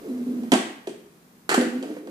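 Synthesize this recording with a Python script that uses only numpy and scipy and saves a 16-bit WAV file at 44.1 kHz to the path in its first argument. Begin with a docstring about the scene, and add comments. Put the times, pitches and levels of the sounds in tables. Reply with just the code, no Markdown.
"""In a bare, echoing room, a small hard ball rolls up a hollow plastic ramp, drops into a cup and settles.
A kicker clacks and throws it back; it lands on the ramp and rolls off along a jointed rail.
Each knock makes the plastic ring, and many small bumps keep the track droning under the ball.
The room answers every knock. Two close microphones hear it all from the right,
and their gain control turns the volume down when a knock is loud."""
import sys
import numpy as np
from scipy import signal
from scipy.fft import rfft, irfft
from scipy.io import wavfile
from scipy.ndimage import uniform_filter1d

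SR = 44100
rng = np.random.default_rng(int(sys.argv[2]) if len(sys.argv) > 2 else 0)


def dump(signal):
    """Clip the signal to [-1, 1] and save it as 16-bit WAV at the path in sys.argv[1]."""
    limited = np.clip(np.atleast_2d(signal).T, -1, 1)
    pcm = np.round(limited * 32767).astype(np.int16)
    wavfile.write(sys.argv[1], SR, pcm)


N = 92610  # 2.1 s
SHORT = 8192  # samples in a short ring; a "ring time" is how long a sound takes to fade by 60 dB

# Each time the ball hits the plastic: (time [s], thud level [dB], thud pitch [Hz],
# thud spread [octaves], clack level [dB], tick level [dB], thud ring time [s])
BALL_HITS = [(0.434, -34, 780, 0.2, -41, -48, 0.048), (0.5188, -1.5, 285, 0.18, -14, -11, 0.072),
             (0.5223, -0.5, 250, 0.29, -10, -14.5, 0.093), (0.5298, 6, 310, 0.47, -10.5, -25, 0.081),
             (0.5351, -3, 650, 0.65, -13.5, -14.5, 0.1), (0.5382, -18, 696, .45, -10, -14, 0.055),
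             (0.5458, -15, 300, 0.26, -17, -32, 0.089), (0.553, -17, 834, 0.17, -24, -31, .1),
             (0.8712, -14.5, 659, 0.17, -32, -31, 0.057), (0.8742, -7.5, 416, 0.24, -31, -32.5, 0.085),
             (0.8926, -13, 294, 0.42, -39, -37, 0.065), (1.5762, 2.5, 276, 0.54, -14.5, -45, 0.11),
             (1.5801, 1.5, 350, 0.75, -21, -25, 0.14), (1.6113, -3, 497, 0.39, -24, -21.5, 0.12),
             (1.826, -15, 450, 0.24, -39, -31, 0.13), (1.833, -20.5, 676, .15, -29.5, -41, 0.11),
             (1.966, -15, 500, 0.28, -34, -51, .07), (2.072, -22, 520, .3, -34, -41, 0.099)]
# The tone of the clack and of the tick: (frequency [Hz], relative level [dB])
CLACK_TONE = [(80, -79), (200, 1.5), (450, -6), (700, 5), (950, -0.5), (1250, -7), (1600, -5.5),
              (2200, -8.5), (4000, -46), (14000, -50)]
TICK_TONE = [(200, -6.5), (1200, -22), (2400, 3.5), (3200, 4), (3700, 1.5), (5500, -4), (8500, -1.5),
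             (11000, -12), (15000, -28)]
def ball_knocks():
    """Each hit gives a hollow thud, a clack and a bright tick."""
    for start_s, thud_db, pitch_hz, octaves, clack_db, tick_db, ring_s in BALL_HITS:
        knock = thud(thud_db, pitch_hz, octaves, clack_db, ring_s)
        clack = amp(clack_db) * burst(CLACK_TONE, ring_s=0.035)
        tick = amp(tick_db) * (burst(TICK_TONE, ring_s=0.039) + tick_ring())
        add(knock, 0, clack + tick)
        yield start_s, cut_bass(knock)


# The notes the hollow ramp rings at: (frequency [Hz], relative level [dB])
RAMP_NOTES = [(252, 2), (287, -5.5), (329, -3), (368, -3.5), (402, -4), (502, -3), (655, -4.5), (744, -3),
              (792, -9.5), (892, -1.5), (1114, -0.5), (1568, -2), (1908, 0), (3200, -20.5)]
def thud(thud_db, pitch_hz, octaves, clack_db, ring_s, contact_s=0.0012):
    """The ball's push rings the ramp's notes near one pitch; its hard impact rings the high ones."""
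    t = np.arange(SR // 2) / SR
    hz, db = np.transpose(RAMP_NOTES)[:, :, None]
    near_pitch = np.exp(-(np.log2(hz / pitch_hz) / octaves) ** 2)
    push = amp(db) * (amp(-41) + near_pitch)
    impact = amp(db - 5.5) / (1 + (650 / hz) ** 6)  # mostly above 650 Hz
    strength = amp(thud_db) * push / np.linalg.norm(push) + amp(clack_db) * impact
    ring = (strength * np.sin(2 * np.pi * hz * t)).sum(0) * amp(-60 * t / ring_s)
    return ring * (1 - np.exp(-t / contact_s)) * amp(-7.5)


# The high notes of the plastic: (frequency [Hz], relative level [dB])
TICK_NOTES = [(3230, -10.5), (3460, -14.5), (4700, -10.5), (5900, -15), (7100, -14), (8064, -15)]
def tick_ring(ring_s=0.032):
    """The plastic under the ball rings briefly and brightly."""
    t = np.arange(SHORT) / SR
    hz, db = np.transpose(TICK_NOTES)[:, :, None]
    return (amp(db - 60 * t / ring_s) * np.sin(2 * np.pi * hz * t)).sum(0)


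# The kicker's strokes and rattles: (time [s], clack level [dB], tick level [dB], ring time [s])
KICKER_HITS = [(1.4922, -14, -12.5, 0.013), (1.495, -24.5, -13.5, 0.093), (1.5021, -13.5, -16.5, 0.041),
               (1.5141, -7.5, -13, 0.16), (1.542, -11.5, -13, 0.019), (1.5441, -8, -10.5, 0.092)]
# The tone of its clack and of its tick: (frequency [Hz], relative level [dB])
KICKER_CLACK_TONE = [(80, -33), (200, -8), (400, 5), (550, -9.5), (780, 3.5), (1030, -8), (1200, -3.5),
                     (1850, -2.5), (2600, -18), (14000, -37)]
KICKER_TICK_TONE = [(200, -22), (1500, 10.5), (3000, 4.5), (3600, -2), (4400, 1.5), (6000, -4), (7500, 3),
                    (10000, -5.5), (15000, -18)]
def kicker(ping_hz=4350, ping_db=-8.5, ping_ring_s=0.0097):
    """A plunger strikes the ball with a short metallic ping, rattles and falls back."""
    t = np.arange(SHORT) / SR
    ping = amp(ping_db - 60 * t / ping_ring_s) * np.sin(2 * np.pi * ping_hz * t)
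    yield KICKER_HITS[0][0], ping
    for start_s, clack_db, tick_db, ring_s in KICKER_HITS:
        clack = amp(clack_db) * burst(KICKER_CLACK_TONE, ring_s)
        tick = amp(tick_db) * burst(KICKER_TICK_TONE, ring_s)
        yield start_s, clack + tick


# How loud the rolling is: (time [s], level [dB])
ROLL_LOUDNESS = [(0, -36.5), (.04, -31), (.105, -26), (.135, -34), (.235, -30.5), (.25, -66), (.268, -28.5),
                 (.485, -34.5), (.505, -54), (.53, -82), (1.57, -57), (1.62, -24), (1.66, -19),
                 (1.705, -33.5), (1.735, -23), (1.82, -27), (1.865, -36), (1.915, -29), (1.95, -40),
                 (1.995, -43), (2.05, -41), (2.1, -32.5)]
# The main note of the track under the ball: (time [s], pitch [Hz])
TRACK_PITCH = [(.03, 403.1), (.07, 351.1), (.095, 245.9), (.3, 251), (.5, 238.4), (1.6, 244.4),
               (1.835, 250.5), (1.86, 290)]
# The track's higher notes: (frequency [Hz], relative level [dB])
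TRACK_OVERTONES = [(375, -5.5), (435, -6.5), (505, -12), (680, -18.5), (4020, -28)]
# The tone of the rumble: (frequency [Hz], relative level [dB])
RUMBLE_TONE = [(60, -27), (120, -20), (185, -5.5), (240, 0), (380, 1), (450, -6), (510, -7), (690, -17),
               (1200, -29.5), (4000, -39.5)]
def rolling(rail_start_s=1.84, build_up_s=0.13):
    """The track drones and rumbles under the ball; the rail rings higher and rumbles more than the ramp."""
    t = np.arange(N) / SR
    pitch_hz = np.interp(t, *np.transpose(TRACK_PITCH))
    fade_in = np.minimum(t / build_up_s, 1) ** 2
    drone = amp(2) * fade_in * droning(pitch_hz, width_hz=18.6)
    rumble = steadied(noise(RUMBLE_TONE), span_s=0.019)
    rumble += sum(amp(db) * droning(hz, width_hz=28) for hz, db in TRACK_OVERTONES)
    on_rail = np.clip((t - rail_start_s) / 0.011 + .5, 0, 1)
    rumble *= amp(-10.5 * (1 - on_rail))
    loudness = amp(np.interp(t, *np.transpose(ROLL_LOUDNESS)))
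    return loudness * (drone + rumble)


def droning(hz, width_hz):
    """Many small bumps keep one wavering note sounding."""
    bumps = rng.standard_normal(N) + 1j * rng.standard_normal(N)
    waver = signal.sosfilt(signal.butter(2, width_hz / 2, fs=SR, output="sos"), bumps)
    note = np.exp(2j * np.pi * np.cumsum(hz * np.ones(N)) / SR)
    return steadied((waver * note).real, span_s=0.022)


# The ball's two runs, up and back: (start [s], end [s], hiss level [dB])
BALL_RUNS = [(-.01, 0.502, -57.5), (1.6, 1.995, -47)]
# The tone of the hiss: (frequency [Hz], relative level [dB])
HISS_TONE = [(400, -12), (1200, 11.5), (2500, 5.5), (4300, -1), (7000, -2), (14000, -6.5)]
def rolling_hiss(fade_s=0.0066):
    """The moving ball makes a faint, even hiss on each run."""
    t = np.arange(N) / SR
    loudness = sum(amp(db) * np.clip(np.minimum(t - start, end - t) / fade_s, 0, 1)
                   for start, end, db in BALL_RUNS)
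    return loudness * noise(HISS_TONE)


# How long the room rings: (frequency [Hz], ring time [s])
ROOM_RING_TIMES = [(150, 0.47), (400, 0.55), (900, 0.6153), (2500, 0.6166), (5000, .5), (8000, 0.44),
                   (14000, .5)]
# The tone of its echo: (frequency [Hz], level [dB])
ECHO_TONE = [(150, -8), (300, 0.5), (600, -9.5), (1500, -1), (4000, -2), (8000, -1.5), (14000, -2.5)]
def room_echo(sound, build_up_s=0.0009):
    """The bare room gives a wash of echoes, each frequency fading at its own speed."""
    hz, t, bands = signal.stft(from_all_sides(*rng.standard_normal((2, SR))), SR, nperseg=256)
    ring_s = value_at(ROOM_RING_TIMES, hz)[:, None]
    bands = bands * amp(value_at(ECHO_TONE, hz)[:, None] - 60 * t / ring_s)
    bands *= np.sqrt(2 * np.log(1000) / (ring_s * SR))  # a longer ring gets no extra energy
    tail = signal.istft(bands, SR, nperseg=256)[1]
    tail *= 1 - np.exp(-np.arange(tail.shape[1]) / SR / build_up_s)
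    return signal.fftconvolve(sound[None], tail, axes=1)[:, :N]


# The tone of the quiet room: (frequency [Hz], relative level [dB])
AIR_TONE = [(20, -19), (60, -15.5), (110, -9), (170, 4.5), (350, -3), (600, -11.5), (1200, -12.5),
            (3000, -21), (8000, -23), (14000, -22.5)]
def still_air(level_db=-49):
    """A soft, low hush comes from all around."""
    return amp(level_db) * from_all_sides(noise(AIR_TONE), noise(AIR_TONE))


# What the left microphone hears compared with the right: (frequency [Hz], level [dB])
LEFT_TONE = [(200, -1.5), (600, 0), (1200, -1.5), (3000, -6), (6000, -10.5), (14000, -6.5)]
def direct_sound(sound, delay_s=0.00018):
    """Sound straight from the track reaches the left microphone a little later and weaker."""
    hz = np.fft.rfftfreq(N, 1 / SR)
    late = irfft(rfft(sound) * np.exp(-2j * np.pi * hz * delay_s), N)
    return np.array([shape_tone(late, LEFT_TONE, normalize=False), sound])


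def from_all_sides(a, b, mic_gap_s=0.00049):
    """Sound from all around is alike at both microphones in the bass, unrelated in the treble."""
    alike = np.sinc(2 * np.fft.rfftfreq(len(a), 1 / SR) * mic_gap_s)
    right = irfft(alike * rfft(a) + np.sqrt(1 - alike ** 2) * rfft(b), len(a))
    return np.array([a, right])


def burst(tone, ring_s):
    """A struck plastic part rings briefly at so many pitches that none stands out."""
    t = np.arange(SHORT) / SR
    fade = amp(-60 * t / ring_s)
    ring = rng.standard_normal(SHORT) * fade
    for _ in range(2):  # make all frequencies equally strong, then fade the end again
        ring = irfft(np.exp(1j * np.angle(rfft(ring)))) * fade ** .3
    ring = shape_tone(ring, tone)
    return ring * np.sqrt(SR / 100 / np.sum(ring ** 2)) / 2  # same energy for every burst


def cut_bass(sound, below_hz=178):
    """A small body gives off almost no bass."""
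    return signal.sosfilt(signal.butter(4, below_hz, "high", fs=SR, output="sos"), sound)


def amp(db):
    """Turns decibels into a volume factor."""
    return 10 ** (np.asarray(db) / 20)


def value_at(table, hz):
    """Looks up a frequency in a table, blending between rows on a pitch scale."""
    row_hz, values = np.transpose(table)
    return np.interp(np.log(hz + 1), np.log(row_hz + 1), values)


def add(mix, start_s, sound):
    """Mixes a sound in at the given time."""
    part = mix[..., round(start_s * SR):][..., :sound.shape[-1]]
    part += sound[..., :part.shape[-1]]


def shape_tone(sound, tone, normalize=True):
    """Filters a sound by a tone table; normalizing keeps the table's shape but not its overall level."""
    log_gain = np.log(amp(value_at(tone, abs(np.fft.fftfreq(4096, 1 / SR)))))
    response = np.exp(np.conj(signal.hilbert(log_gain)))  # never rings ahead of the sound
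    taps = np.fft.ifft(response).real[:2048]
    if normalize:
        taps = taps / np.linalg.norm(taps)
    return signal.fftconvolve(sound, taps)[:len(sound)]


def noise(tone):
    """Steady noise with the given tone and an average power of 1."""
    sound = shape_tone(rng.standard_normal(N), tone)
    return sound / np.sqrt(np.mean(sound ** 2) + 1e-20)


def steadied(sound, span_s):
    """Takes the slow chance swells out of a noise."""
    power = abs(uniform_filter1d(sound ** 2, int(span_s * SR)))
    return sound / np.sqrt(power + 1e-12)


def scene(echo_count=4):
    """Knocks, kicker clacks and the rolling ball with a smooth room echo, over quiet air."""
    echo_groups = np.zeros((echo_count, N))  # several random echoes even out the tone
    roll = cut_bass(rolling()) + rolling_hiss()
    for k, (start_s, hit) in enumerate([*ball_knocks(), *kicker()]):
        add(echo_groups[k % echo_count], start_s, hit)
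    echo = sum(room_echo(group) for group in echo_groups) + amp(-3.5) * room_echo(roll)
    return direct_sound(echo_groups.sum(0) + roll) + echo + still_air()


def record(dry):
    """Gain control dips on loud knocks and slowly comes back up; the highest treble is cut."""
    limit_db, cut_share, peak_fall_db_per_s, top_hz = -23, 0.27, 0.5, 14900
    power_db = 10 * np.log10(abs(uniform_filter1d((dry ** 2).mean(0), size=300)) + 1e-12)
    fall_db = np.arange(N) * -peak_fall_db_per_s / SR
    peak_db = np.maximum.accumulate(power_db + fall_db) - fall_db
    over_db = np.maximum(peak_db - limit_db, 0)
    turned_down = dry / amp(cut_share * uniform_filter1d(over_db, size=100))
    treble_cut = signal.firwin(511, top_hz, window=("kaiser", 9), fs=SR)
    return signal.oaconvolve(turned_down, treble_cut[None], "same")


dry = scene()
out = record(dry)
dump(out)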